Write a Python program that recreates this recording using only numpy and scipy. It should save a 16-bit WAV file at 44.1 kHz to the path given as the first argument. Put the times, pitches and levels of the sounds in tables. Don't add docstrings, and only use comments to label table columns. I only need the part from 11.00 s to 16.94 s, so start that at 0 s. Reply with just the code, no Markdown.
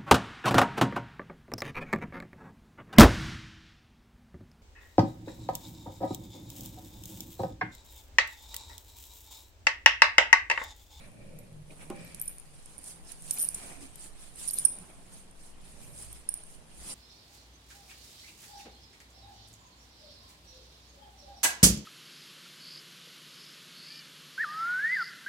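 import sys
import numpy as np
from scipy import signal
from scipy.fft import rfft, irfft, next_fast_len
from scipy.io import wavfile
from scipy.ndimage import uniform_filter1d

SR = 44100
rng = np.random.default_rng(int(sys.argv[2]) if len(sys.argv) > 2 else 0)


def inscribe(sig):
    pcm = np.round(np.clip(np.atleast_2d(sig).T, -1, 1) * 32767)
    wavfile.write(sys.argv[1], SR, pcm.astype(np.int16))


N = 261998

# (frequency [Hz], correlation [-1 to 1])
MIC_CORRELATION = [(25, 0.0043), (70, 0.6), (200, 0.45), (400, 0.37), (700, 0.21), (1500, -0.036),
                   (9000, 0.0041), (16000, 0.051)]
# (frequency [Hz], relative density [dB])
ROOM_SPECTRUM = [(15, 17), (36, -9.5), (70, -13.5), (101, -9), (168, -15.5), (446, -19.5), (759, -21.5),
                 (1400, -28), (2460, -27.5), (5230, -32), (7500, -35.5), (9400, -33), (11500, -33.5),
                 (13000, -44), (15500, -57)]
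# (frequency [Hz], level [dB], resonator width [Hz])
HUM_BANDS = [(57.8, -69.5, 12), (109.6, -81, 5.9), (162.9, -70.5, 14.7)]
# (time [s], half length [s], relative level [dB])
FOREARM_SHIFTS = [(0.1, 0.85, -56), (1.123, 0.058, -50), (2.745, 0.18, -54), (4.732, 0.043, -53),
                  (5.84, 0.064, -59)]
# (frequency [Hz], relative density [dB])
FOREARM_SPECTRUM = [(22, -10), (40, 4), (56, 20.5), (85, 4), (120, 3.5), (200, -28)]
# (peak time [s], half length [s], frequency [Hz], level [dB])
TABLE_DRONES = [(0.155, 0.093, 113.1, -56.5), (0.374, 0.035, 149, -50.5), (0.513, 0.11, 110, -54.5),
                (0.578, 0.048, 150.2, -46), (0.82, 0.18, 155, -55.5), (1.02, 0.089, 170, -52.5),
                (1.2, 0.046, 148, -58), (1.538, 0.065, 149.6, -60), (1.96, 0.067, 163, -57),
                (2.332, 0.22, 165.3, -61.5), (2.82, .07, 99.8, -61), (3.816, .014, 180, -51.5),
                (4.168, 0.12, 194, -62), (4.904, 0.089, 148.5, -58), (4.987, 0.14, 106.7, -59.5),
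                (5.089, 0.12, 55.6, -52.5), (5.816, 0.041, 54, -50), (5.866, 0.094, 195.8, -63)]
# (time [s], relative wood level [dB], relative click level [dB])
TABLE_BUMPS = [(0.708, -53, -46), (0.812, -67, -44), (0.9, -29.5, -35)]
# (frequency [Hz], relative level [dB], t60 [s])
TABLE_MODES = [(191, -10, 0.32), (227, 8.5, 0.043), (327, 8.5, 0.05), (366, 9, 0.083), (437, -20, 0.1),
               (521, -12.5, 0.33), (577, -13.5, 0.46), (660, -16, 0.12), (795, -9, 0.24), (1068, -8, 0.17),
               (1160, -15, 0.12), (2390, -25, .04)]
# (frequency [Hz], relative level [dB], ring [0 main, 1 high], share of ring time [0-1])
BANGLE_MODES = [(1583, -38.5, 0, 0.98), (5465, -23.5, 0, 0.8), (9170, -4, 0, 0.5), (9385, 0, 0, 0.84),
                (9590, -12, 0, 0.66), (10200, -17, 0, 0.2), (11120, -23, 0, 0.2), (13300, -29, 0, 0.5),
                (8160, -19.5, 1, 0.53), (10660, -6, 1, 0.45), (11680, -11.5, 1, 0.82),
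                (11820, -6.5, 1, 0.48), (11920, -9.5, 1, .9), (12400, -14, 1, 0.27), (13100, -18, 1, .4)]
# (time [s], main ring [dB], high ring [dB], tick [dB], left minus right [dB], ring time [s])
BANGLE_CLINKS = [(0.1166, -54, -54, -54, 5, 0.0066), (0.3876, -54, -42, -42.5, 0, 0.018),
                 (0.5282, -54, -60, -53, 0, .006), (0.844, -46, -60, -51, -4, 0.0045),
                 (0.9005, -39, -60, -38, -5, 0.0082), (0.9617, -45, -63, -56, -8, .006),
                 (1.0475, -54, -40, -54, 4, 0.0087), (1.077, -50, -52, -45, -4, .005),
                 (1.1463, -31.5, -52, -32, -11, 0.0053), (1.1967, -29, -36, -48, -9, 0.011),
                 (1.2142, -30, -15.5, -34, 2, 0.0084), (1.2225, -44, -22, -50, 0, 0.0074),
                 (1.257, -31, -48, -50, -2, 0.0066), (1.278, -25.5, -45, -34, -6.5, 0.019),
                 (1.2941, -46, -20, -47, 6, 0.004), (1.383, -35.5, -57, -41, 1, .007),
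                 (1.3981, -36.5, -55, -46, 7, 0.0063), (1.6586, -35, -60, -42, -5, 0.0057),
                 (1.7801, -34, -46, -57, -10, 0.0073), (1.788, -32, -52, -51, -12, 0.006),
                 (1.841, -35, -48, -36, -2, 0.007), (2.1186, -38, -68, -36, -14.5, 0.015),
                 (2.222, -37, -54, -38, 3, .005), (2.309, -19.5, -37, -18, -9.5, 0.012),
                 (2.3172, -33, -36, -45, -4, .005), (2.3215, -36, -42, -44, -6, .005),
                 (2.3343, -29, -23, -35, 4, 0.0077), (2.3403, -33, -27, -36, -1, .008),
                 (2.3635, -46, -33, -46, 0, .007), (2.3757, -34, -50, -40, -4, 0.0044),
                 (2.3838, -26.5, -27, -38, 2, 0.016), (2.393, -21.5, -37, -28, -9, 0.005),
                 (2.3952, -24, -32, -40, -5, 0.017), (2.3982, -24, -26, -39, 0, 0.014),
                 (2.405, -28, -40, -37, -13, 0.017), (2.4125, -20, -34, -23.5, -7, 0.011),
                 (2.4173, -29, -21.5, -39, -1, 0.018), (2.4238, -24, -34, -37, -8, 0.011),
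                 (2.428, -24, -25, -35, -10, 0.01), (2.444, -19, -40, -45, -7, 0.0077),
                 (2.4498, -23, -48, -46, -11, 0.0075), (2.4875, -13.5, -33, -32, -9.5, 0.0052),
                 (2.545, -23, -48, -26, -2, 0.014), (2.9572, -36.5, -38, -42, 9, 0.0065),
                 (3.357, -38, -52, -50, -10, 0.0085), (3.4756, -26.5, -38, -49, -8, 0.024),
                 (3.4825, -25, -34, -30.5, -12, 0.011), (3.4868, -24.5, -37, -42, -12.5, 0.015),
                 (3.5, -31, -42, -43, -13, 0.0037), (3.509, -42, -16.5, -25.5, -4, 0.006),
                 (3.5333, -25.5, -32, -34, -8.5, 0.019), (3.541, -27, -39, -46, -13, 0.011),
                 (3.5858, -16.5, -28, -26, 2, .010), (3.594, -22.5, -41, -39, -3, 0.015),
                 (3.6495, -11.5, -38, -34, -12.5, 0.023), (3.6575, -26, -35, -46, -4, 0.0056),
                 (3.786, -28.5, -60, -50, -2, 0.0052), (3.936, -54, -74, -60, -3, 0.0093),
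                 (4.3106, -44.5, -66, -58, -8, 0.0078), (5.128, -34, -34, -40, -5, 0.0083),
                 (5.2889, -18, -38, -38, -10.5, 0.013), (5.3405, -15.5, -31, -40, -6, 0.0043),
                 (5.3737, -31, -56, -56, -10, 0.0057), (5.436, -36, -67, -50, -6, 0.008)]
# (start [s], end [s], relative level [dB])
BANGLE_JANGLES = [(1.229, 1.254, -56), (2.355, 2.372, -47), (2.419, 2.439, -22), (3.548, 3.588, -33)]
# (fastest time [s], half length [s], relative body level [dB], swish [dB])
FINGER_STROKES = [(0.01, 0.077, -51, -59.5), (0.217, 0.08, -50, -64.5), (0.38, 0.095, -49.5, -67.5),
                  (0.548, 0.063, -51, -88), (0.713, 0.027, -48, -71), (1.004, 0.094, -49, -57.5),
                  (1.17, 0.17, -56, -61), (2.66, 0.14, -87, -58.5), (4.864, 0.15, -55, -70.5)]
# (frequency [Hz], relative density [dB])
BODY_SPECTRUM = [(60, -26), (100, -3.5), (170, 2), (230, -4.5), (400, -15), (580, -5.5), (750, -22),
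                 (1100, -51)]
SWISH_SPECTRUM = [(1500, -6), (1880, 1), (2130, -2), (2370, 9.5), (2520, 3.5), (2800, -6), (4000, -32)]
# (time [s], half length [s], frequency [Hz], resonator width [Hz], level [dB])
SCRATCHES_AND_RINGS = [(0.026, 0.038, 3970, 940, -63.5), (0.708, 0.003, 2400, 600, -54.5),
                       (0.82, 0.021, 2100, 1500, -55.5), (2.3775, 0.0052, 2550, 2200, -48.5),
                       (2.375, .0018, 5200, 2000, -46), (2.337, .02, 12300, 1600, -47),
                       (2.423, 0.013, 11000, 1400, -51), (2.83, 0.053, 275, 31, -54.5),
                       (2.675, 0.11, 703, 85, -61), (2.815, 0.028, 300, 200, -56),
                       (3.5018, 0.0023, 4700, 790, -41), (3.552, .035, 11500, 800, -49),
                       (3.583, 0.0023, 2600, 3200, -48), (3.581, .009, 5300, 2500, -50),
                       (4.88, 0.082, 11500, 1700, -65), (5.85, 0.054, 4800, 1100, -60.5),
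                       (5.915, 0.018, 4950, 1300, -46), (5.91, 0.02, 3000, 1600, -56),
                       (5.913, 0.036, 9100, 1400, -45)]
# (fastest time [s], swell [s], fade [s], hiss [dB], rasp offset [dB], skin offset [dB])
RUBBING_STROKES = [(0.02, 0.031, 0.11, -64.5, -13, 11.5), (0.3, 0.17, 0.4, -69.5, 3.5, 9.5),
                   (0.729, 0.045, 0.047, -62, -1, 4.5), (0.82, 0.052, 0.055, -57, -22, 8.5),
                   (1.03, 0.086, 0.22, -61, 6, 6), (1.73, 0.24, 0.11, -60, -2.5, -1.5),
                   (1.884, 0.039, 0.044, -45.5, -12, -9), (2.116, 0.042, 0.026, -51.5, 0, -10),
                   (2.3, 0.051, 0.016, -46.5, -11, -20), (2.399, 0.1, 0.068, -45.5, -6.5, -4.5),
                   (2.58, 0.052, 0.15, -53, 1, -6), (2.689, 0.089, 0.058, -50.5, -5.5, 5.5),
                   (2.83, 0.03, 0.051, -55, 0, 2), (3.034, 0.049, 0.052, -50.5, -3.5, -5.5),
                   (3.24, 0.052, 0.054, -55, 1, -10), (3.413, 0.028, 0.1, -43, -6.5, -11),
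                   (3.59, 0.029, 0.066, -47, -5, -7), (3.82, 0.28, 0.19, -60.5, -8, 6.5),
                   (4.17, 0.076, 0.053, -55.5, -4.5, -4), (4.468, 0.077, 0.04, -57, -5.5, -14.5),
                   (4.68, 0.057, 0.09, -59, 0, -2), (4.83, 0.052, 0.082, -57.5, -1, -1.5),
                   (5.015, 0.058, 0.05, -48, -6, -6), (5.16, 0.082, 0.058, -57.5, 1.5, -9),
                   (5.36, 0.097, 0.12, -64, 4.5, -7), (5.53, 0.06, 0.048, -56.5, -6.5, -18),
                   (5.894, 0.077, 0.06, -46, -1.5, -5)]
# (frequency [Hz], relative density [dB])
SKIN_SPECTRUM = [(90, 0.5), (170, 8), (280, 4.5), (480, 0), (750, 0.5), (1300, -6), (2000, -10),
                 (3200, -12), (6000, -29)]
RASP_SPECTRUM = [(900, -7), (1700, -6), (2500, -3.5), (3600, -5), (4800, -4.5), (6200, -8.5), (8000, -6.5),
                 (12000, -28)]
FIBRE_SPECTRUM = [(3500, -24.5), (6000, -17.5), (7800, -12.5), (8700, -5.5), (9350, -6.5), (10100, -7),
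                  (11000, -16), (12000, -27), (13200, -22), (15500, -34.5)]
CRINKLE_SPECTRUM = [(3000, -13), (5000, -11.5), (7000, -7), (9000, -1.5), (10500, 1.5), (12200, -15),
                    (14000, -25.5)]


def from_db(db):
    return 10 ** (np.asarray(db) / 20)


def unit_rms(x):
    return x / np.sqrt(np.mean(x ** 2) + 1e-20)


def at_hz(points, hz):
    point_hz, values = np.transpose(points)
    return np.interp(np.log(hz + 1), np.log(point_hz), values)


def panned(pan_db):
    return from_db(np.array([[.5], [-.5]]) * pan_db)


def add(out, s, sound):
    at = round(s * SR)
    out[..., at:at + sound.shape[-1]] += sound[..., :N - at]


def drift(turns_per_s):
    knots = rng.standard_normal(N // 20)
    return np.interp(np.arange(N) / SR * turns_per_s, np.arange(len(knots)), knots) / np.sqrt(2 / 3)


def resonance(x, hz, width_hz, passes=1):
    r = np.exp(-np.pi * width_hz / SR)
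    feedback = [1, -2 * r * np.cos(2 * np.pi * hz / SR), r * r]
    for _ in range(passes):
        x = signal.lfilter(np.array([1, 0, -1]) * (1 - r * r) / 2, feedback, x)
    return x


def coloured(white_pair, spectrum):
    size = next_fast_len(N)
    hz = np.arange(size // 2 + 1) * SR / size
    alike = at_hz(MIC_CORRELATION, hz)
    roll_off = np.minimum(1, hz / spectrum[0][0]) ** 2 / np.maximum(1, hz / spectrum[-1][0]) ** 2
    mid, side = rfft(white_pair, size) * from_db(at_hz(spectrum, hz)) * roll_off
    mid, side = irfft([mid * np.sqrt(1 + alike), side * np.sqrt(1 - alike)], size)[:, :N]
    return unit_rms(np.array([mid + side, mid - side]))


def swells(times, rises, falls, levels_db, edge):
    t = np.arange(0, N, 40) / SR
    power = sum(from_db(db) ** 2 / (1 + np.maximum((s - t) / rise, (t - s) / fall) ** edge) ** 2
                for s, rise, fall, db in zip(times, rises, falls, levels_db))
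    return np.interp(np.arange(N) / SR, t, np.sqrt(power))


def friction(spectrum, slips_per_s, spread_db, hiss, judder_db, judder_hz):
    sizes = from_db(spread_db * np.minimum(rng.exponential(1, (2, N)), 4))
    slips = (rng.random((2, N)) < slips_per_s / SR) * sizes * rng.choice([-1, 1], (2, N))
    grain = unit_rms(slips) + hiss * rng.standard_normal((2, N))
    return unit_rms(coloured(grain, spectrum) * from_db(judder_db * drift(judder_hz)))


def reflections(x, t60, gap_s):
    t = np.arange(int(SR * .7)) / SR
    tail = rng.standard_normal((2, len(t))) * from_db(-60 * t / t60) * np.clip(t / gap_s - 1, 0, 1)
    tail /= np.sqrt(np.sum(tail ** 2, axis=1, keepdims=True))
    return signal.fftconvolve(x[None], tail, axes=1)[:, :N]


def room_tone(noise_db=-52):
    noise = from_db(noise_db) * coloured(rng.standard_normal((2, N)), ROOM_SPECTRUM)
    hum = sum(from_db(db) * unit_rms(resonance(rng.standard_normal(N), hz, width, passes=2))
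              for hz, db, width in HUM_BANDS)
    return noise + hum


def forearms(rest_db=-67.5):
    s, half_s, level_db = np.transpose(FOREARM_SHIFTS)
    gain = np.hypot(swells(s, half_s, half_s, level_db - 9, edge=6.5), from_db(rest_db))
    return gain * coloured(rng.standard_normal((2, N)), FOREARM_SPECTRUM)


def table_drones(waver_hz=2.62):
    t, out = np.arange(N) / SR, 0
    wander = waver_hz * drift(turns_per_s=18)
    for s, half_s, hz, level_db in TABLE_DRONES:
        tone = np.sin(2 * np.pi * np.cumsum(hz + wander) / SR)
        out += from_db(level_db) * tone / (1 + ((t - s) / half_s) ** 4)
    return out * panned(-1)


def table_bumps(rise_s=0.00079, click_t60=0.044, thud_t60=0.19):
    t = np.arange(int(SR * .4)) / SR
    attack = 1 - np.exp(-t / rise_s)
    wood = sum((-1) ** k * from_db(db - 60 * t / t60) * np.sin(2 * np.pi * hz * t)
               for k, (hz, db, t60) in enumerate(TABLE_MODES))
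    out = np.zeros(N)
    for s, wood_db, click_db in TABLE_BUMPS:
        burst = rng.standard_normal(len(t)) * from_db(7.5 - 60 * t / thud_t60)
        thud = resonance(resonance(burst, 530, 720), 530, 660)
        click = resonance(rng.standard_normal(len(t)) * from_db(-60 * t / click_t60), 2270, 890)
        add(out, s, from_db(wood_db - 8.5) * (wood + thud) * attack + from_db(click_db + 1.5) * click)
    return out + from_db(-4) * reflections(out, t60=0.28, gap_s=0.0014)


def jangle_knocks(knocks_per_s=220, ring_s=0.0043):
    rows = []
    for start, end, db in BANGLE_JANGLES:
        for k, (jitter, brightness, side) in enumerate(rng.uniform(-1, 1, (16, 3))):
            s = start + (k + .5 + .5 * jitter) / knocks_per_s
            if s < end:
                rows.append((s, db, db + 5 * brightness, db - 20, 9 + 6 * side, ring_s))
    return rows


def wrist_damping(t, ring_s, rise_s=0.0011, choke=2.6, shimmer_t60=0.12, free_ring_s=0.02):
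    _, _, is_high, share = np.transpose(BANGLE_MODES)[:, :, None]
    age = np.minimum(t / (ring_s * share), 2)
    loss_db = 4 * max(1 - ring_s / free_ring_s, 0)
    shimmer_db = np.where(is_high, -19, -29 - loss_db)
    shimmer = share ** 2 * from_db(shimmer_db - 60 * t / shimmer_t60)
    return (1 - np.exp(-t / rise_s)) * (from_db(-60 * age ** choke) + shimmer)


def bangle_ring(t, main_db, high_db, ring_s, hard_db=-12, detune_cycles=0.72):
    hz, mode_db, is_high, _ = np.transpose(BANGLE_MODES)
    scatter_db = np.minimum(.3 - mode_db / 10, 1.3) * rng.standard_normal(len(hz))
    bend_db = 0.12 * (main_db - hard_db) * (hz < 6000)
    strength = from_db(mode_db + np.where(is_high, high_db, main_db) + bend_db + scatter_db)
    pitch = hz + detune_cycles / ring_s * rng.standard_normal(len(hz))
    phase = rng.uniform(0, np.pi / 2, len(hz))
    mic_phase = phase + np.pi / 4 * np.array([[1], [-1]]) * rng.choice([-1, 1], len(hz))
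    modes = np.sin(2 * np.pi * pitch[:, None] * t + mic_phase[:, :, None])
    return strength @ (wrist_damping(t, ring_s) * modes)


def bangle_buzz(t, ring_s, full_depth=0.85, bandwidth_hz=420):
    lowpass = signal.butter(2, bandwidth_hz, fs=SR, output="sos")
    tremble = unit_rms(signal.sosfilt(lowpass, rng.standard_normal((2, len(t)))))
    depth = full_depth * np.minimum(t / ring_s, 1) ** 2
    return np.sqrt(1 - depth ** 2) + depth * tremble


def bangle_tick(t, tick_db, crack_s=0.00069, scuff_t60=0.02, top_hz=12600):
    crack = from_db(-5) * (t < crack_s)
    scuff = from_db(-60 * t / scuff_t60) * (t < .05) + 1e-18
    snap = rng.standard_normal((2, len(t))) * from_db(tick_db) * (crack + scuff)
    tick = resonance(snap, 10200, 4800, passes=2) - 0.29 * resonance(snap, 6070, 2800)
    clack = from_db(-20) * resonance(snap, 2600, 1800)
    return signal.sosfilt(signal.butter(6, top_hz, fs=SR, output="sos"), tick + clack)


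def bangles():
    t = np.arange(int(SR * .15)) / SR
    direct, to_room = np.zeros((2, N)), np.zeros(N)
    for s, main_db, high_db, tick_db, pan_db, ring_s in BANGLE_CLINKS + jangle_knocks():
        ring = bangle_ring(t, main_db, high_db, ring_s) * bangle_buzz(t, ring_s)
        clink = ring + bangle_tick(t, tick_db)
        add(direct, s, clink * panned(pan_db))
        add(to_room, s, clink[0])
    return direct + from_db(-8) * reflections(to_room, t60=0.35, gap_s=0.0022) * panned(-2.2)


def fingers(edge=2.6):
    s, half_s, body_db, swish_db = np.transpose(FINGER_STROKES)
    body = friction(BODY_SPECTRUM, slips_per_s=280, spread_db=0.5, hiss=1.4, judder_db=1.5, judder_hz=10)
    swish = friction(SWISH_SPECTRUM, slips_per_s=1400, spread_db=-7, hiss=3.5,
                     judder_db=2.5, judder_hz=75)
    return (body * swells(s, half_s, half_s, body_db - 3, edge)
            + swish * swells(s, half_s, half_s, swish_db, edge))


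def scratches_and_rings():
    t, out = np.arange(N) / SR, 0
    for s, half_s, hz, width_hz, level_db in SCRATCHES_AND_RINGS:
        band = unit_rms(resonance(rng.standard_normal((2, N)), hz, width_hz, passes=2))
        out += from_db(level_db) * band / (1 + ((t - s) / half_s) ** 4)
    return out


def shifting_folds(x, depth_db=2.5, full_depth_hz=3000):
    hz, _, frames = signal.stft(x, SR, nperseg=512)
    patches = uniform_filter1d(rng.standard_normal(frames.shape[1:]), size=5, axis=0)
    patches = unit_rms(uniform_filter1d(patches, size=4, axis=1))
    colour_db = depth_db * np.minimum(hz / full_depth_hz, 1)[:, None] * patches
    return signal.istft(frames * from_db(colour_db), nperseg=512)[1][:, :N]


def rubbing(tissue_landed_s=1.78, landing_s=0.96):
    s, rise, fall, hiss_db, rasp_db, skin_db = np.transpose(RUBBING_STROKES)
    tissue_contact = np.clip((np.arange(N) / SR - tissue_landed_s) / landing_s + 1, 0, 1)

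    def strokes(levels_db, rest_db):
        return np.hypot(swells(s, rise, fall, levels_db, edge=2.3), tissue_contact * from_db(rest_db))

    skin = friction(SKIN_SPECTRUM, slips_per_s=900, spread_db=2.5, hiss=1, judder_db=0.97, judder_hz=48)
    rasp = friction(RASP_SPECTRUM, slips_per_s=700, spread_db=0, hiss=0.83, judder_db=0.6, judder_hz=84)
    fibres = friction(FIBRE_SPECTRUM, slips_per_s=1000, spread_db=-1, hiss=1, judder_db=1, judder_hz=92)
    crinkle = friction(CRINKLE_SPECTRUM, slips_per_s=300, spread_db=-2.5, hiss=0.09,
                       judder_db=3, judder_hz=43)
    skin *= strokes(hiss_db + skin_db - 4, rest_db=-61)
    rasp *= strokes(hiss_db + rasp_db - 4, rest_db=-67)
    rustle = (from_db(1.44) * fibres + from_db(-10) * crinkle) * strokes(hiss_db, rest_db=-101)
    return (skin + rasp) * panned(-1.05) + rustle * panned(-3)


def scene():
    hands = shifting_folds(rubbing() + scratches_and_rings()) + fingers()
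    return hands + table_drones() + forearms() + bangles() + table_bumps() + room_tone()


def record(dry, cutoff_hz=15800):
    return signal.sosfilt(signal.ellip(10, .1, 80, cutoff_hz, fs=SR, output="sos"), dry)


dry = scene()
out = record(dry)
inscribe(out)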